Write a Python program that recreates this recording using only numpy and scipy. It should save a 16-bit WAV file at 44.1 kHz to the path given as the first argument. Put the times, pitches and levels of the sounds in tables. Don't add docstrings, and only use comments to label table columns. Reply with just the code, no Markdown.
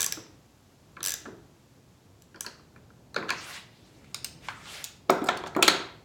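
import sys
import numpy as np
from scipy import signal
from scipy.fft import rfft, irfft
from scipy.io import wavfile
from scipy.ndimage import uniform_filter1d

SR = 44100
rng = np.random.default_rng(int(sys.argv[2]) if len(sys.argv) > 2 else 0)


def file_out(sig):
    cols = np.atleast_2d(sig).T
    lim = np.clip(cols, -1, 1)
    pcm = np.round(lim * 32767).astype(np.int16)
    wavfile.write(sys.argv[1], SR, pcm)


def nominal_scale(level):
    x = np.asarray(level, float) / 20
    return 10 ** x


N = 266364
SIZE, LEAD = 8192, 1024

# (time [s], level [dB])
RUMBLE = [(0.1, -53), (0.6, -60.5), (1.35, -52.5), (1.6, -60), (3.28, -54.5), (3.63, -57), (4.45, -52),
          (4.91, -58), (5.6, -48.5), (6.04, -55)]
# (frequency [Hz], relative density [dB])
RUMBLE_COLOUR = [(12, -64), (20, -34), (43, -10), (119, -3), (225, -10), (264, -9), (369, -13.5),
                 (900, -23), (1170, -31), (1980, -120)]
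# (frequency [Hz], relative density [dB])
HISS_COLOUR = [(300, -21), (500, -6), (1200, -4), (1900, -8.5), (7600, -11.5), (8400, -17), (13000, -19),
               (15800, -23.5)]
HISS_DB = -66.5

# (last tooth [s], level before the pull [dB])
SWINGS = [(.0625, -26.5), (.123, -28.5), (1.1387, -30.5), (2.2208, -54.5), (2.4075, -31.5)]
SWING_TEETH = [6, 1, 10, 1, 1]
# dB over its level near 350 Hz and 1.3, 3.6, 7.8 and 13 kHz; chatter in ms
TOOTH_BANDS_DB, TOOTH_CHATTER_MS = (-26.5, -15.5, -5.5, -0.8, -6), 2.4
TOOTH_GAP_MS, LAST_DELAY_MS, DELAY_SHARE, TOOTH_SCATTER_DB = 10.3, 9.0, 0.45, 1.18
PULL_AT, PULL_WIDTH, PULL_DB = 5.3, 1.3, 5.5
# (frequency [Hz], height of the resonance [dB], t60 [s])
RATCHET_MODES = [(310, -2, 0.16), (440, 10.5, 0.047), (1102, 10.5, 0.14), (1674, 14, 0.034),
                 (2380, 5, 0.054), (3560, -3, 0.015), (4900, 5, 0.012), (5990, 10.5, 0.0097),
                 (7530, 9.5, 0.0096), (10730, 1, 0.0058), (13000, 6, 0.017)]

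# (time [s], level near 1.4 kHz [dB], treble tilt [dB/octave],
# thud near 350 Hz [dB], chatter [ms])
GUARD_KNOCKS = [(.1721, -45.5, -27, -41.5, 5.9), (.9662, -39.5, -6, -53, 4.2),
                (1.0058, -40.5, 1.5, -49, 1.6), (1.2545, -40.5, -8, -50, 11), (1.2674, -63, -5, -39.5, 6.9),
                (2.3442, -48.5, -3, -54, 6.5), (2.3587, -49, 2.3, -55.5, 3.8),
                (2.4447, -41.5, -5, -62, 4.8), (2.4631, -38.5, 6.5, -46.5, 4.9),
                (2.5932, -57, -16, -61, 4.8), (2.7592, -50.5, -5, -54.5, 5.2), (2.902, -55, -5, -68, 5.9),
                (3.144, -41.5, 5, -55, 2.3), (3.1618, -22.5, -1, -32, 4.6), (3.177, -35, -10, -46, 3.4),
                (3.2257, -34, -12, -37.5, 5), (3.2835, -38, -2, -51, 8.2), (3.2904, -28.5, 0.8, -58, 8.2),
                (3.3045, -25.5, 4.5, -42, 1.04)]
# (frequency [Hz], height of the resonance [dB], t60 [s])
GUARD_MODES = [(210, 6.5, 0.096), (327, 13.5, 0.11), (457, 3, 0.15), (612, -12, 0.054), (825, -13, 0.024),
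               (1027.5, 15.5, 0.14), (1362, 12.5, 0.016), (1690, 17.5, 0.053), (2395, 10.5, 0.029),
               (3000, 7, 0.032), (4310, 13, 0.006), (6100, 6, 0.0099)]

# (loudest moment [s], level [dB], rise [s], fall [s], hump centre at the loudest moment [Hz])
BRUSHES = [(3.53, -40.5, .2, 0.1, 3900), (3.9, -64.5, 0.43, .5, 2980), (4.47, -50.5, 0.075, 0.17, 2700),
           (4.759, -42.5, 0.16, .17, 3500)]
# (frequency [Hz], relative density [dB])
CLOTH = [(150, -45), (350, -8.5), (800, -1), (1300, 1.5), (5100, -1.5), (8000, -5.5), (10700, -13),
         (16000, -20.5)]
HUMP_SLIDE_OCT_PER_S = -1.5

# (time [s], level near 3.2 kHz [dB], treble tilt [dB/octave], chatter [ms])
CLINKS = [(4.0438, -58, -4, 3.3), (4.145, -30, 2.5, 2.6), (4.245, -33.5, 7.5, 3.8), (4.252, -50, -5, 6.7),
          (4.4856, -32, -12, 2.16), (4.656, -49, -6, 5), (4.8415, -36.5, 8, 2.2), (4.8477, -43, 7.7, 1.9),
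          (5.1024, -40.5, 12.5, 3.5), (5.2408, -55, 13, 8.5), (5.261, -50, 6, 2.2), (5.268, -44.5, 4, 17),
          (5.293, -52, 7, 9.2), (5.3718, -41.5, 3, 4.5), (5.470, -46, 1.5, 12), (5.5491, -40, -8.5, 3.9),
          (5.5647, -57, 14.5, 3.3)]
CLINK_THUD_DB = -28.5
# (frequency [Hz], height of the resonance [dB], t60 [s])
STEEL_MODES = [(1150, 4.2, 0.0094), (1566, 7.7, 0.09), (2135, 1.1, 0.014), (2700, 0.71, 0.048),
               (4346, 5.8, 0.027), (5200, 4.3, 0.0086), (6760, 9.5, 0.0099), (8480, 10.2, 0.014),
               (13200, 5.5, 0.025)]

# (time [s], level near 1.5 kHz [dB], treble tilt [dB/octave],
# thud near 350 Hz [dB], chatter [ms])
BENCH_DROPS = [(5.0962, -16, -5, -15.5, 4.7), (5.2185, -45, 2.5, -23.5, 3.7),
               (5.2869, -18.5, 0.1, -27, 6.1), (5.4375, -37, -0.5, -32, 2.7),
               (5.4614, -38.5, .3, -45.5, 5.8), (5.5635, -29.5, -9, -21.5, 8), (5.5897, -36, -13, -26, 5.6),
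               (5.6253, -19.5, 8, -25.5, 7), (5.679, -15.5, 6, -22, 8)]
# (frequency [Hz], height of the resonance [dB], t60 [s])
BENCH_MODES = [(186, 2.8, 0.078), (314, 6.9, 0.053), (373.6, 8.5, 0.12), (571.6, 2.2, 0.095),
               (694.5, 7.2, 0.088), (762, 4.1, 0.049), (990, 9.3, 0.043), (1270, 10.4, 0.029),
               (1546, 1, 0.027), (1790, 8.5, 0.06), (2230, 4.9, 0.016), (3305, 2.6, 0.011),
               (4080, 12, 0.043), (5260, 0.83, 0.02), (6860, 3.3, 0.0067), (7900, 2, 0.032),
               (7800, 1.2, 0.035)]

BAND_HZ = [110, 350, 1300, 3600, 7800, 13000, 21000]
# (frequency [Hz], relative level [dB], t60 [s])
SHOP = [(150, -7.5, 0.36), (402, -10.5, 0.5), (1180, -15, 0.53), (3600, -13, 0.48), (7000, -14.5, 0.35),
        (11400, -16.5, 0.26)]


def colour(x, points):
    hz, db = np.transpose(points)
    f = np.fft.rfftfreq(len(x), 1 / SR) + 1
    gain_db = np.interp(np.log(f), np.log(hz), db)
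    return irfft(rfft(x) * nominal_scale(gain_db), len(x))


def unit(x):
    return x / np.sqrt(np.mean(x ** 2))


def walk(rate):
    hold = int(SR / rate)
    steps = np.repeat(rng.standard_normal(N // hold + 1), hold)
    slewed = uniform_filter1d(uniform_filter1d(steps, hold), hold)
    return 0.6 * slewed[:N]


def curve(rows):
    return np.interp(np.arange(N) / SR, *np.transpose(rows))


def band_weights(length, centres):
    f = np.log(np.fft.rfftfreq(length, 1 / SR) + 1)
    return np.array([np.interp(f, np.log(centres), one) for one in np.eye(len(centres))])


def resonance(modes, size, spread, scatter_db):
    hz, db, t60 = np.transpose(modes)[:, :, None, None]
    detune, uneven = rng.standard_normal((2, len(modes), 6, 1))
    w = 2 * np.pi * hz * (1 + spread * detune)
    loss = np.log(1000) / t60
    damp = loss + 2j * np.pi * np.fft.rfftfreq(size, 1 / SR)
    sign = rng.choice([-1, 1], detune.shape)
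    height = sign * nominal_scale(db + scatter_db * uneven)
    return (height * loss * w / (damp ** 2 + w ** 2)).sum(axis=(0, 1))


def strikes(blows, modes, rise_ms, lag_ms, crack_db, spread):
    out = np.zeros((2, N + SIZE + LEAD))
    ms = np.maximum(np.arange(SIZE) - LEAD / 2, 0) * 1000 / SR
    hz = np.fft.rfftfreq(SIZE, 1 / SR)
    late = np.exp(-2j * np.pi * hz * lag_ms / 1000 / (1 + (hz / 2500) ** 2))
    weights = band_weights(SIZE, BAND_HZ)[1:-1] * late
    blend = band_weights(SIZE, BAND_HZ[1:-1])
    fade = np.minimum(np.arange(SIZE, 0, -1) / (SIZE / 2), 1) ** 2
    for s, band_db, chatter in blows:
        shape = np.minimum(ms / rise_ms, 1) * np.exp(-ms / chatter) / (1 + (ms / chatter) ** 8)
        push = rfft(rng.standard_normal(SIZE) * shape)
        push = push / uniform_filter1d(np.abs(push), size=240)
        rung = push * (nominal_scale(crack_db) + resonance(modes, SIZE, spread, scatter_db=3.0))
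        power = uniform_filter1d(irfft(rung * weights, SIZE) ** 2, size=SR // 250)
        peak = np.sqrt(power.max(axis=1))
        tone = nominal_scale((band_db - 20 * np.log10(peak)) @ blend) * weights.sum(axis=0)
        smooth = np.sqrt(np.abs(uniform_filter1d(np.abs(rung) ** 2, size=130)))
        even = smooth * np.exp(1j * np.angle(rung))
        start = int(s * SR) + LEAD // 2
        out[:, start:start + SIZE] += irfft([rung * tone, even * tone], SIZE) * fade
    return out[:, :N + LEAD]


def tilted(rows, pivot_hz, bend_db):
    octaves = np.log2(np.array(BAND_HZ[2:-1]) / pivot_hz)
    blows = []
    for s, db, tilt, thud_db, chatter in rows:
        upper_db = db + tilt * octaves - bend_db * octaves ** 2
        blows.append((s, np.r_[thud_db, upper_db], chatter))
    return blows


def settling(rows, under_db, rise_s, t60_s):
    s, _, _, thud_db, _ = np.transpose(rows)[:, :, None]
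    age = np.maximum(np.arange(N) / SR - s, 0)
    dying = nominal_scale(thud_db + under_db - 60 * age / t60_s)
    return (dying * (1 - np.exp(-age / rise_s))).sum(axis=0)


def scuffing(level, modes, points, grain_db):
    grains = rng.standard_normal(N) * nominal_scale(grain_db * walk(110)) * level
    body = 0.5 + np.abs(resonance(modes, SIZE, 0.053, scatter_db=0.5))
    body_hz = np.fft.rfftfreq(SIZE, 1 / SR) + 1
    body_points = np.transpose([body_hz, 20 * np.log10(body)])
    dull = colour(colour(grains, points), body_points)
    return np.pad(dull * np.std(grains) / np.std(dull), (LEAD, 0))


def air():
    rumble = unit(colour(rng.standard_normal(N), RUMBLE_COLOUR))
    rumble_level = nominal_scale(curve(RUMBLE) + 0.36 * walk(3.2))
    hiss = unit(colour(rng.standard_normal(N), HISS_COLOUR))
    hiss_level = nominal_scale(HISS_DB + 0.72 * walk(0.48))
    return rumble * rumble_level + hiss * hiss_level


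def ratchet():
    teeth = []
    for (last_s, db), count in zip(SWINGS, SWING_TEETH):
        before = np.arange(count)
        gaps_ms = TOOTH_GAP_MS + LAST_DELAY_MS * DELAY_SHARE ** before
        times = last_s - (np.cumsum(gaps_ms) - gaps_ms) / 1000
        pull_db = PULL_DB * np.exp(-((before - PULL_AT) / PULL_WIDTH) ** 2)
        force_db = db + pull_db + TOOTH_SCATTER_DB * rng.standard_normal(count)
        for s, tooth_db in zip(times, force_db):
            teeth.append((s, tooth_db + np.array(TOOTH_BANDS_DB), TOOTH_CHATTER_MS))
    return strikes(teeth, RATCHET_MODES, rise_ms=1.23, lag_ms=2.61, crack_db=2.0, spread=0.02)


def guard():
    knocks = strikes(tilted(GUARD_KNOCKS, 1430, bend_db=3.5), GUARD_MODES,
                     rise_ms=0.67, lag_ms=1.43, crack_db=-3.5, spread=0.0527)
    shaking = settling(GUARD_KNOCKS, under_db=-3, rise_s=0.013, t60_s=0.23)
    dullness = [(60, -10.0), (150, 15.5), (500, 11.5), (1800, -22), (3000, -36), (8000, -20.0)]  # (Hz, dB)
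    return knocks + scuffing(shaking, GUARD_MODES, dullness, grain_db=3.5)


def sleeves():
    s, db, rise, fall, hz = np.transpose(BRUSHES)[:, :, None]
    age = np.arange(N) / SR - s
    each = nominal_scale(np.maximum(db - 20 * (age / np.where(age < 0, rise, fall)) ** 2, -200))
    level = each.sum(axis=0)
    slid_hz = hz * 2 ** (HUMP_SLIDE_OCT_PER_S * np.clip(age, -rise, fall))
    hump_hz = (each * slid_hz).sum(axis=0) / level
    centres = 500 * 2 ** np.arange(0, 5.1, 0.5)
    cloth = colour(rng.standard_normal(N), CLOTH)
    bands = irfft(rfft(cloth) * band_weights(N, centres), N)
    hump_db = 3.4 * np.exp(-(np.log2(centres[:, None] / hump_hz) / 1.2) ** 2)
    patchy_db = 7.1 * np.array([walk(37) for _ in centres])
    hiss = unit((bands * nominal_scale(hump_db + patchy_db)).sum(axis=0))
    return np.pad(level * hiss, (LEAD, 0))


def clinks():
    rows = [(s, db, tilt, db + CLINK_THUD_DB, chatter) for s, db, tilt, chatter in CLINKS]
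    return strikes(tilted(rows, 3150, bend_db=4.5), STEEL_MODES,
                   rise_ms=0.24, lag_ms=0.6, crack_db=-3.0, spread=0.072)


def bench():
    drops = strikes(tilted(BENCH_DROPS, 1465, bend_db=3.5), BENCH_MODES,
                    rise_ms=0.4, lag_ms=1.08, crack_db=0.2, spread=0.0547)
    shaking = settling(BENCH_DROPS, under_db=-10.5, rise_s=0.016, t60_s=0.41)
    dullness = [(50, -30), (100, -4), (200, 12.0), (1400, 3.5), (2500, -23), (8000, -33.0)]  # (Hz, dB)
    return drops + scuffing(shaking, BENCH_MODES, dullness, grain_db=4.5)


def shop(sent, build_ms=2.9):
    hz, db, t60 = np.transpose(SHOP)
    t = np.arange(SR) / SR
    bands = irfft(rfft(rng.standard_normal(SR)) * band_weights(SR, hz), SR)
    decay = np.exp(-np.log(1000) * t / t60[:, None])
    build = 1 - np.exp(-(t * 1000 / build_ms) ** 2)
    tail = (nominal_scale(db)[:, None] * bands * decay).sum(axis=0) * build
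    return signal.fftconvolve(sent, tail / np.sqrt(SR / 20))[:len(sent)]


def scene():
    near, walls = ratchet() + guard() + sleeves() + clinks() + bench()
    wet = near + nominal_scale(10.0) * shop(walls)
    return (wet[LEAD:] + air())[None]


def roll_off(x):
    return signal.sosfilt(signal.butter(12, 16810, fs=SR, output="sos"), x)


def record(dry):
    low_cut = signal.butter(2, 45, "high", fs=SR, output="sos")
    mix = signal.sosfilt(low_cut, dry)
    return roll_off(mix)


dry = scene()
out = record(dry)
file_out(out)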